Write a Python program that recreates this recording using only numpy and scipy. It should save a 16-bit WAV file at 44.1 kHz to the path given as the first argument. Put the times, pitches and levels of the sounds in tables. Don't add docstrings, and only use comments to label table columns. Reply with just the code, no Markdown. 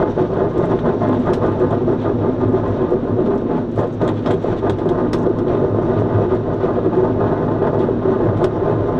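import sys
import numpy as np
from scipy import signal
from scipy.fft import rfft, irfft, next_fast_len
from scipy.io import wavfile
from scipy.ndimage import uniform_filter1d, minimum_filter1d

SR = 44100
rng = np.random.default_rng(int(sys.argv[2]) if len(sys.argv) > 2 else 0)


def wrap_up_sound(samples):
    columns = np.atleast_2d(samples).T
    tamed = np.clip(columns, -1, 1)
    steps = np.round(tamed * 32767).astype(np.int16)
    wavfile.write(sys.argv[1], SR, steps)


N = 396459
FFT_SIZE = 2 * next_fast_len((N + SR // 2) // 2, real=True)

# (time [s], level [dB])
AIRFLOW = [(0.0, -56.5), (0.45, -60.5), (0.72, -57.5), (1.98, -59), (2.23, -60.5), (2.73, -59.5),
           (3.2, -61.5), (4.55, -59), (5.31, -62), (6.13, -60), (7.9, -61.5), (8.99, -60.5)]
# (middle [s], length [s], rise [dB])
GUSTS = [(.218, .04, 4.5), (.705, .04, 2.5), (1.897, .06, 1.5), (2.016, 0.046, 2), (2.564, 0.033, 5),
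         (2.75, .07, 5), (3.27, 0.036, 5), (3.6, .1, 2.5), (4.52, 0.041, 7), (5.538, 0.054, 6.5),
         (5.901, 0.036, 4), (5.97, 0.035, 3), (6.222, .04, 2), (6.322, .05, 4.5), (6.644, 0.033, 6),
         (7.283, 0.043, 2), (7.814, .04, 6), (8.133, .05, 5)]
# (frequency [Hz], level [dB])
AIR_SPECTRUM = [(200, 17.5), (1300, 11), (1700, 9.5), (2200, 5), (2800, 2.5), (3150, 6), (3700, 5.5),
                (4400, -4), (5000, -9.5), (5450, -6.5), (5900, -7.5), (6600, -14), (7800, -22), (9600, -30),
                (12500, -39.5), (15000, -50.5)]

# (middle [s], length [s], level [dB], weight of the dull part [dB])
SCUFFS = [(.63, .05, -4, -4), (0.798, .03, -6, 11), (1.147, 0.06, -3.5, 14), (1.243, 0.044, -7, -3),
          (2.02, 0.067, -7.5, 16), (3.263, 0.022, -7, 12), (3.794, 0.037, 4, 5), (3.935, .04, -1, -7),
          (4.046, .06, -2, 8), (4.18, 0.05, -6, 14.5), (4.28, 0.061, -0.5, 8), (4.435, 0.031, 0, 6),
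          (4.504, .06, -9, 11), (4.586, 0.044, 0.5, 11.5), (5.188, 0.039, 2.5, -4), (5.23, 0.027, 2, -2),
          (5.485, 0.032, -7.5, 15), (6.002, 0.029, -3, 0)]
# (frequency [Hz], level [dB])
SCUFF_SPECTRUM = [(1500, -108), (3500, -99.5), (5000, -99), (6200, -90.5), (7600, -100), (8700, -103),
                  (9500, -112), (14000, -128)]
# (time [s], level [dB], weight of the dull part [dB], t60 [s], ring pitch [Hz], ring level [dB])
CLACKS = [(0.5786, -43.5, -4, 0.12, 5400, 0), (0.655, -44, -5, .061, 7600, -4.5),
          (0.788, -54, 16.5, 0.056, 3300, 1), (1.086, -48, -5, .05, 7430, 2),
          (1.1947, -50, -7, .1, 7400, 0), (1.219, -52, -4, .05, 9000, 2), (1.4631, -49, 0, .08, 7500, -3),
          (1.52, -50, 0, .05, 8500, 0), (1.596, -47, -9, 0.087, 7500, -4),
          (1.707, -46.5, 2.5, .075, 7000, 3), (1.922, -49, -2, .05, 8500, -3),
          (2.678, -50, -6, .06, 7400, -2), (2.906, -51, -1, .06, 7200, 4), (3.378, -48, -1, .07, 5700, 4),
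          (3.578, -52, -2, .05, 7500, 0), (3.715, -50, -10, .08, 12500, 3),
          (3.7586, -46.5, -3, 0.11, 12800, 10), (3.806, -47, -6, .07, 7600, 3),
          (3.874, -52, -4, .05, 7970, 0), (3.94, -55, -6, .05, 7400, 1), (4.016, -51, 10, .062, 5900, 14),
          (4.0766, -34.5, 1.5, .062, 7300, 1), (4.088, -46, 9.5, 0.11, 3300, 10),
          (4.14, -54, 2, .05, 7500, 0), (4.2604, -48, 13, .09, 5300, 20), (4.2744, -56, 8, .08, 5230, 10),
          (4.308, -35.5, 4, 0.097, 7400, -3), (4.3354, -46, 2, 0.089, 12500, -1),
          (4.424, -54, 5, .07, 7600, 6), (4.483, -57, -4, .06, 8000, 0),
          (4.6964, -31.5, -1, .082, 4650, -10), (4.7856, -49.5, 5, 0.18, 5300, 8),
          (4.89, -39.5, 1, .08, 5800, 2), (5.2639, -52, 3, .072, 5700, 2), (5.386, -45, 4, .072, 5300, 7),
          (6.35, -49, -5.5, .065, 7300, -3.5), (7.7907, -49.5, 2, 0.29, 5560, -3),
          (8.3694, -50.5, 3, 0.27, 5700, 3), (8.427, -50, 1, 0.066, 10500, 1),
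          (8.719, -54, -1, .05, 8000, -6)]
# (frequency [Hz], level [dB])
CLACK_SPECTRUM = [(500, -18), (2000, -4), (4800, -4), (6200, -6), (8400, -7), (9600, -14), (10500, -18),
                  (12500, -27), (15000, -44)]
# (frequency [Hz], level [dB])
DULL_SPECTRUM = [(200, 7.5), (1000, 18), (1900, 11.5), (2750, 4.5), (3400, 9), (4000, 6), (5000, -13),
                 (9000, -54), (15000, -57)]
# (frequency [Hz], width [Hz], level [dB])
FITTING_MODES = [(6350, 220, -2.5), (7400, 200, -3), (12400, 450, -20)]
# (frequency [Hz], width [Hz], level [dB])
CANOPY_MODES = [(2070, 35, 4), (2470, 43, 9), (3300, 240, 14), (3670, 120, 10.5)]
# (time [s], level [dB], t60 [s])
SNAPS = [(1.334, -4, 0.1), (5.1317, 1, .09), (8.442, -2, 0.072)]
# (frequency [Hz], level [dB])
SNAP_SPECTRUM = [(300, -53), (1100, -50.5), (1600, -58), (2300, -64.5), (3300, -64), (4200, -67),
                 (5000, -71), (6000, -73), (8400, -78), (9500, -85), (10700, -84), (11700, -92),
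                 (13000, -91), (15000, -103)]
# (frequency [Hz], width [Hz], level [dB])
SNAP_MODES = [(3450, 450, -64), (5350, 340, -67.5), (8500, 250, -78), (12400, 300, -89)]

# (frequency [Hz], level [dB])
SHAKE_SPECTRUM = [(10, -60.5), (24, -55), (42, -55.5), (75, -73.5), (130, -64.5), (450, -50.5),
                  (800, -63.5), (1500, -73), (3000, -110), (9000, -150)]
# (frequency [Hz], width [Hz], level [dB])
FRAME_MODES = [(57.8, 10, -48), (143.6, 26, -46), (167.8, 20, -46), (238, 19, -50.5), (314.7, 41, -45.5),
               (355, 50, -46.5)]
# (frequency [Hz], width [Hz], level [dB])
BOOM_MODE = [(106.8, 10, -35.5)]
# (middle [s], length [s], level [dB], pitch [Hz])
BOOMS = [(1.121, 0.16, 0, 104.5), (2.231, 0.097, 1.5, 100.5), (2.479, 0.068, 5, 104),
         (2.722, 0.11, 1.5, 98.3), (3.156, 0.1, 3, 98), (3.503, 0.097, 0, 107), (3.811, 0.062, 3, 103),
         (4.07, 0.18, 0, 104), (4.3, 0.038, 1, 107), (4.699, 0.098, -2, 104.3), (5.72, 0.079, 5, 104),
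         (5.993, 0.051, 5, 103), (6.168, 0.075, 7.5, 102.5), (7.18, 0.12, 6.5, 111.4),
         (7.722, 0.13, -1.5, 102.7), (8.336, 0.072, 11, 108), (8.802, 0.12, 2.5, 103.3)]
# (time [s], level [dB])
BOOM_REST = [(0, -3.5), (.8, -5.5), (1.5, -2.5), (2.7, -1), (2.95, -11), (4.2, -3), (4.95, -6), (5.3, -3),
             (6.3, -1.5), (6.9, -3.5), (7.5, -3), (8.0, -4), (8.99, -3.5)]
# (frequency [Hz], width [Hz], level [dB])
GROAN_MODES = [(229.5, 26.5, -47), (249.9, 21.7, -42.5), (305, 34, -53)]
# (middle [s], length [s], level [dB], pitch [Hz])
GROANS = [(0.887, 0.08, 2.5, 230), (1.12, 0.049, 11, 254), (1.208, 0.036, 13, 247), (1.867, 0.05, 2, 247),
          (2.143, 0.071, 5.5, 240.4), (2.303, 0.061, 4, 257), (2.516, 0.1, 9.5, 253.7),
          (3.28, 0.13, 2.5, 217.5), (3.555, 0.18, 1.5, 253.4), (5.957, 0.16, 0.5, 231),
          (7.109, 0.044, 8, 253), (7.77, 0.037, 3.5, 250), (8.948, 0.096, 5.5, 262)]
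# (time [s], level [dB])
GROAN_REST = [(0, -2), (.55, -4), (.9, 1), (2.9, 1.5), (3.6, 3.5), (3.88, -3), (4.05, 3), (4.72, -5.5),
              (4.9, 2), (6.1, -0.5), (6.4, -2.5), (7.3, 0), (8.2, 0.5), (8.75, -7)]

# (time [s], level [dB])
JOLTS = [(0.177, -6), (0.615, -2), (0.8725, -1), (1.269, -5), (1.454, 1), (1.880, -3), (2.921, -2),
         (3.494, -7), (3.778, -3), (4.014, -2), (4.444, 0), (4.857, -5), (5.145, -2), (5.272, -5),
         (5.746, -2), (6.02, 2), (6.197, -4), (7.656, 0), (7.731, -3), (7.889, 0)]
# (frequency [Hz], width [Hz], level [dB])
WHEEL_BOX_MODES = [(450, 100, -42), (620, 140, -45), (1150, 300, -60)]
# (start [s], time under load [s], load [dB])
BOUNCES = [(-0.01, 0.067, 5), (0.168, 0.056, 1), (0.299, 0.041, -1), (0.354, 0.11, 1), (.55, 0.066, -2),
           (.607, 0.057, 1.5), (0.688, 0.047, 3.5), (0.842, 0.064, 4), (1.011, 0.079, 4), (1.085, 0.067, 0),
           (1.253, 0.06, 5), (1.419, 0.048, 6), (1.595, 0.039, 2), (1.701, 0.052, 2.5), (1.864, 0.076, -1),
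           (2.044, 0.052, 1.5), (2.215, 0.088, 0), (2.404, 0.045, .5), (2.52, 0.074, -0.5),
           (2.79, 0.035, 0.5), (2.91, 0.054, -3), (3.065, 0.05, -1), (3.175, 0.042, -1), (3.255, 0.031, -1),
           (3.305, 0.032, 2), (3.49, 0.072, 0.5), (3.55, 0.036, 0), (3.771, 0.068, 2), (4.002, 0.083, 3.5),
           (4.252, 0.061, 3.5), (4.436, 0.099, 0.5), (4.625, 0.074, 2.5), (4.785, 0.043, -2),
           (4.852, 0.16, 0.5), (4.974, 0.092, 0), (5.13, 0.07, -0.5), (5.23, 0.024, 2.5), (5.459, 0.21, 1),
           (5.75, 0.12, -1), (5.88, 0.17, 1.5), (6.085, 0.15, 2.5), (6.303, 0.037, 4), (6.458, 0.078, 0),
           (6.606, 0.11, 0.5), (6.738, 0.026, 5), (6.84, 0.049, 0), (6.916, 0.092, 1), (7.03, 0.066, 0),
           (7.185, 0.22, 2), (7.37, 0.05, 0), (7.475, 0.068, 2.5), (7.605, 0.083, 4.5), (7.725, 0.12, 1.5),
           (8.02, 0.14, 1.5), (8.195, 0.11, 1), (8.37, 0.06, 0), (8.419, 0.021, 5.5), (8.645, 0.083, 3.5),
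           (8.92, 0.093, 0)]
# (time [s], load [dB])
ROLLING_LOAD = [(0, -12), (.8, -8.5), (1.2, -8.5), (1.6, -2), (2.0, -11), (2.35, -7), (2.7, -1.5),
                (3.0, -9.5), (3.35, -7), (3.68, -20), (4.3, -13), (4.75, -12.5), (5.3, -5.5), (6.0, -3),
                (6.4, -9), (7.12, -4), (7.4, -1), (7.97, -4.5), (8.2, -4), (8.5, -3.5), (8.99, -3)]
# (frequency [Hz], width [Hz], level [dB])
SHELL_MODES = [(339, 47, -47), (373, 17.5, -39), (402, 22.2, -39.5), (483.6, 15.9, -40)]
# (middle [s], length [s], level [dB], pitch [Hz])
KNOCKS = [(0.212, 0.044, 6.5, 372.5), (0.436, 0.036, 7, 391), (0.584, 0.032, 6.5, 355),
          (0.742, 0.029, 6.5, 385), (0.884, 0.041, 5.5, 374), (1.041, 0.046, -4, 371),
          (1.31, 0.068, -2, 387), (1.631, 0.047, 7, 373), (1.828, 0.018, 5.5, 375), (1.891, 0.03, 8.5, 362),
          (2.269, 0.057, 4.5, 366), (2.437, 0.042, 0.5, 398), (2.543, 0.033, 7.5, 362),
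          (2.821, 0.076, 1.5, 386), (2.935, 0.03, 8, 364), (3.189, .045, 3, 363), (3.306, 0.086, 3, 399.4),
          (3.789, 0.024, 7, 393), (4.328, 0.059, 6, 373.5), (4.502, 0.018, 5.5, 360),
          (4.683, 0.058, 6.5, 380), (4.865, 0.021, 6, 370), (4.906, 0.021, 7, 390), (5.157, 0.02, 5, 360),
          (5.274, 0.02, 9.5, 378), (5.308, 0.013, 10, 368), (5.42, 0.019, 6, 366), (5.471, 0.028, 5, 372),
          (5.64, 0.039, 5.5, 379.5), (5.904, 0.029, 5.5, 387), (6.151, .028, 2, 370),
          (6.21, .055, 3.5, 384), (6.341, 0.033, 7.5, 371), (6.485, 0.028, 4, 384),
          (6.645, 0.026, 7.5, 377), (6.867, .03, 4.5, 375), (6.992, 0.07, 6.5, 373), (7.217, 0.033, 1, 403),
          (7.496, 0.027, 2, 375), (7.668, 0.069, 1.5, 414), (7.824, 0.037, 6.5, 377),
          (7.903, 0.029, 5.5, 380), (8.115, 0.095, 3, 375.6), (8.203, 0.038, 0.5, 350),
          (8.447, 0.037, 6, 368), (8.618, 0.026, 4.5, 388), (8.71, 0.021, 4.5, 398)]
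# (frequency [Hz], level [dB])
TYRE_SPECTRUM = [(40, -82.5), (150, -47), (300, -54.5), (600, -69.5), (1000, -64), (1600, -72.5),
                 (2300, -95.5), (3400, -88), (4800, -102), (5400, -104), (8000, -115), (13000, -136)]
# (frequency [Hz], width [Hz], level [dB])
PANEL_MODES = [(600, 61, -46), (638, 34, -47), (696, 19, -46), (790, 41, -58.5), (865, 27, -49.5),
               (917, 76, -58), (1040, 25, -57), (1044, 30, -54.5), (1213, 22.5, -53.5), (1304, 73, -70.5),
               (1375, 12, -67.5), (1483, 44, -64.5), (1620, 30, -73.5), (1680, 4.1, -61), (1830, 27, -85),
               (1821, 24, -71.5), (1932, 49, -72.5), (2100, 10, -71.5), (2380, 24, -83.5), (2544, 33, -79)]


def from_db(db):
    return 10 ** (np.asarray(db) / 20)


def rms_one(x):
    return x / np.sqrt(np.mean(x ** 2) + 1e-20)


def in_time(rows):
    return np.interp(np.arange(N) / SR, *np.transpose(rows))


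def bump(middle_s, length_s):
    t = np.arange(N) / SR
    return np.exp(-np.minimum((2 * (t - middle_s) / length_s) ** 2, 50))


def white():
    return rng.standard_normal(N) * np.sqrt(SR / 2)


def drift(rate_hz):
    hz = np.arange(N // 2 + 1) * SR / N
    return rms_one(irfft(rfft(rng.standard_normal(N)) / (1 + (hz / rate_hz) ** 2), N))


def grains(per_s, spread_db):
    sizes = from_db(spread_db * np.minimum(rng.exponential(1, N), 4)) * rng.choice([-1, 1], N)
    hits = rng.random(N) < per_s / SR
    return rms_one(sizes * hits) * np.sqrt(SR / 2)


def body(x, spectrum=(), modes=()):
    hz = np.maximum(np.arange(FFT_SIZE // 2 + 1) * SR / FFT_SIZE, 1)
    power = np.full(len(hz), 1e-16)
    if len(spectrum):
        corner_hz, db = np.transpose(spectrum)
        power += from_db(np.interp(np.log(hz), np.log(corner_hz), db)) ** 2
    for centre, width, db in modes:
        detune = (hz - centre) / width
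        skirt = 1 + (detune / 1.24) ** 2
        power += from_db(db) ** 2 / (1 + (2 * detune) ** 2) / skirt
    cepstrum = irfft(np.log(power) / 2, FFT_SIZE)
    cepstrum[1:FFT_SIZE // 2] *= 2
    cepstrum[FFT_SIZE // 2 + 1:] = 0
    return irfft(rfft(x, FFT_SIZE) * np.exp(rfft(cepstrum)), FFT_SIZE)[:N]


def steadied(x, seconds):
    window = int(seconds * SR)
    power = uniform_filter1d(uniform_filter1d(x ** 2, window), window)
    return x * np.sqrt(np.mean(x ** 2) / (power + 1e-12))


def swells(x, rows, rest_db, wander_db, waver_hz, pure_share, takeover=0.6):
    t = np.arange(N) / SR
    rest_power = from_db(rest_db + wander_db * drift(rate_hz=31.0)) ** 2
    waver_cycles = np.cumsum(waver_hz * drift(rate_hz=5.08)) / SR
    swell_power, tone = np.zeros(N), np.zeros(N)
    for middle, length, db, hz in rows:
        span = slice(max(int((middle - 2 * length) * SR), 0), int((middle + 2 * length) * SR))
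        age = t[span] - middle
        power = from_db(db) ** 2 * np.exp(-(2 * age / length) ** 2)
        phase = 2 * np.pi * (hz * age + waver_cycles[span])
        swell_power[span] += power
        tone[span] += np.sqrt(2 * pure_share * power) * np.sin(phase)
    ducked_power = rest_power ** 2 / (rest_power + takeover * swell_power)
    return x * np.sqrt(ducked_power + (1 - pure_share) * swell_power) + tone * np.std(x)


def air(load_db, gain_db=-29.5, steady=0.57, flicker_db=-4, split_hz=4600):
    gust_db = sum(db * bump(middle, length) for middle, length, db in GUSTS)
    flow = from_db(in_time(AIRFLOW) + gust_db + gain_db + 0.05 * load_db)
    leaks = np.zeros(N)
    for side in ("low", "high"):
        leak = signal.sosfilt(signal.butter(4, split_hz, side, fs=SR, output="sos"), white())
        flicker = from_db(flicker_db + 2.8 * drift(rate_hz=16))
        leaks += leak * np.hypot(steady, flicker)
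    return body(leaks * flow, AIR_SPECTRUM)


def scuffs(dull_db=-98):
    bright, dull = np.zeros(N), np.zeros(N)
    for middle, length, db, weight_db in SCUFFS:
        rub = from_db(db) * bump(middle, length)
        bright += rub
        dull += rub * from_db(weight_db + dull_db)
    friction = grains(per_s=1400, spread_db=0.5)
    return body(friction * bright, SCUFF_SPECTRUM) + body(friction * dull, DULL_SPECTRUM, CANOPY_MODES)


def canopy(x, echo_db=-11, t60_s=0.062):
    age = np.arange(SR // 10) / SR
    echoes = rng.standard_normal(len(age)) * from_db(-60 * age / t60_s)
    echoes *= from_db(echo_db) / np.linalg.norm(echoes)
    echoes[0] = 1
    return signal.fftconvolve(x, echoes / np.linalg.norm(echoes))[:N]


def ticks(load_db, gain_db=-115, t60_s=0.05):
    age = np.arange(SR // 4) / SR
    mean_load_db = uniform_filter1d(load_db, SR // 2)
    swing_db = np.sqrt(uniform_filter1d((load_db - mean_load_db) ** 2, SR // 2) + 1e-9)
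    taps = grains(per_s=18, spread_db=3.0) * from_db(gain_db + 1.5 * np.minimum(swing_db, 5))
    tail = rng.standard_normal(len(age)) * from_db(-60 * age / t60_s)
    return signal.fftconvolve(taps, tail / np.linalg.norm(tail))[:N]


def fittings(load_db, gain_db=-43, ring_width_hz=550):
    bright, dull = np.zeros(N), np.zeros(N)
    age = np.arange(SR // 4) / SR
    chatter = grains(per_s=13000, spread_db=-0.5)
    crack = 1 + 0.32 * np.exp(-age / 0.0013)
    for start, db, weight_db, t60, ring_hz, ring_db in CLACKS:
        span = slice(int(start * SR), int(start * SR) + len(age))
        burst = chatter[span] * from_db(db + gain_db - 60 * age / t60)
        ring = signal.lfilter(*signal.iirpeak(ring_hz, ring_hz / ring_width_hz, fs=SR), burst)
        bright[span] += burst * crack + ring * from_db(ring_db)
        dull[span] += burst * crack * from_db(weight_db)
    bright += ticks(load_db)
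    return body(bright, CLACK_SPECTRUM, FITTING_MODES) + body(dull, DULL_SPECTRUM, CANOPY_MODES)


def snaps():
    age = np.arange(SR // 4) / SR
    crack = 1 + 0.45 * np.exp(-age / 0.0015)
    force = np.zeros(N)
    for start, db, t60 in SNAPS:
        force[int(start * SR):int(start * SR) + len(age)] += from_db(db - 60 * age / t60) * crack
    return body(force * grains(per_s=13000, spread_db=1.0), SNAP_SPECTRUM, SNAP_MODES)


def rumble(load_db):
    shaking = steadied(body(white(), SHAKE_SPECTRUM, FRAME_MODES), seconds=0.45)
    return shaking * from_db(0.25 * load_db)


def boom(load_db):
    cavity = steadied(body(white(), modes=BOOM_MODE), seconds=0.065)
    rest_db = in_time(BOOM_REST) + 0.038 * load_db
    return swells(cavity, BOOMS, rest_db, wander_db=2, waver_hz=3.05, pure_share=0.5)


def groan(load_db):
    flexing = steadied(body(white(), modes=GROAN_MODES), seconds=0.11)
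    rest_db = in_time(GROAN_REST) + 0.068 * load_db
    return swells(flexing, GROANS, rest_db, wander_db=1.5, waver_hz=3.5, pure_share=0.8)


def jolts(gain_db=-19, contact_s=0.00014):
    age = np.arange(SR // 100) / SR
    push = age / contact_s ** 2 * np.exp(-age / contact_s)
    blows = np.zeros(N)
    for start, db in JOLTS:
        blows[int(start * SR):int(start * SR) + len(age)] += push * from_db(db + gain_db)
    return body(blows, modes=WHEEL_BOX_MODES)


def wheel_load(squash_s=0.01, sag_db_per_s=4, rebound_db_per_s=225, cushion_s=0.026):
    t = np.arange(N) / SR
    load = from_db(in_time(ROLLING_LOAD))
    for start, length, db in BOUNCES:
        span = slice(max(int(start * SR), 0), int((start + length) * SR) + SR // 4)
        age = t[span] - start
        fall_db = sag_db_per_s * age + rebound_db_per_s * np.maximum(age - length, 0)
        press = np.clip(age / squash_s, 0, 1) * from_db(db - fall_db)
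        load[span] = np.maximum(load[span], press)
    return 20 * np.log10(uniform_filter1d(load, int(cushion_s * SR)))


def wheel(load_db, shell_lag_s=0.0058, stiffening_db=-9):
    t = np.arange(N) / SR
    grit = grains(per_s=1500, spread_db=1.0)
    late_load_db = np.interp(t - shell_lag_s, t, load_db)
    rest_db = 0.8 * late_load_db - 2
    shell = steadied(body(grit, modes=SHELL_MODES), seconds=0.029)
    hollow = swells(shell, KNOCKS, rest_db, wander_db=3, waver_hz=5, pure_share=0.63)
    roar = steadied(body(grit, TYRE_SPECTRUM, PANEL_MODES), seconds=0.034) * from_db(load_db - 2.5)
    treble = signal.sosfiltfilt(signal.butter(2, 900, "high", fs=SR, output="sos"), roar)
    roar += treble * from_db(stiffening_db + np.minimum(load_db, 6))
    flutter = drift(rate_hz=32)
    return hollow * from_db(1.3 * flutter) + roar * from_db(1.7 * flutter)


def scene():
    load_db = wheel_load()
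    undercarriage = wheel(load_db) + jolts()
    airframe = rumble(load_db) + boom(load_db) + groan(load_db)
    background = canopy(air(load_db) + scuffs())
    rattles = fittings(load_db) + snaps()
    return (undercarriage + airframe + background + rattles)[None]


def record(dry, ceiling=0.56, release_db_per_s=200, cutoff_hz=15000):
    over_db = 20 * np.log10(np.maximum(np.abs(dry[0]) / ceiling, 1))
    release_db = release_db_per_s * np.arange(N) / SR
    held_db = np.maximum.accumulate(over_db + release_db) - release_db
    gain = uniform_filter1d(minimum_filter1d(from_db(-held_db), size=129), size=129)
    return signal.sosfilt(signal.cheby2(14, 60, cutoff_hz, fs=SR, output="sos"), dry * gain)


dry = scene()
out = record(dry)
wrap_up_sound(out)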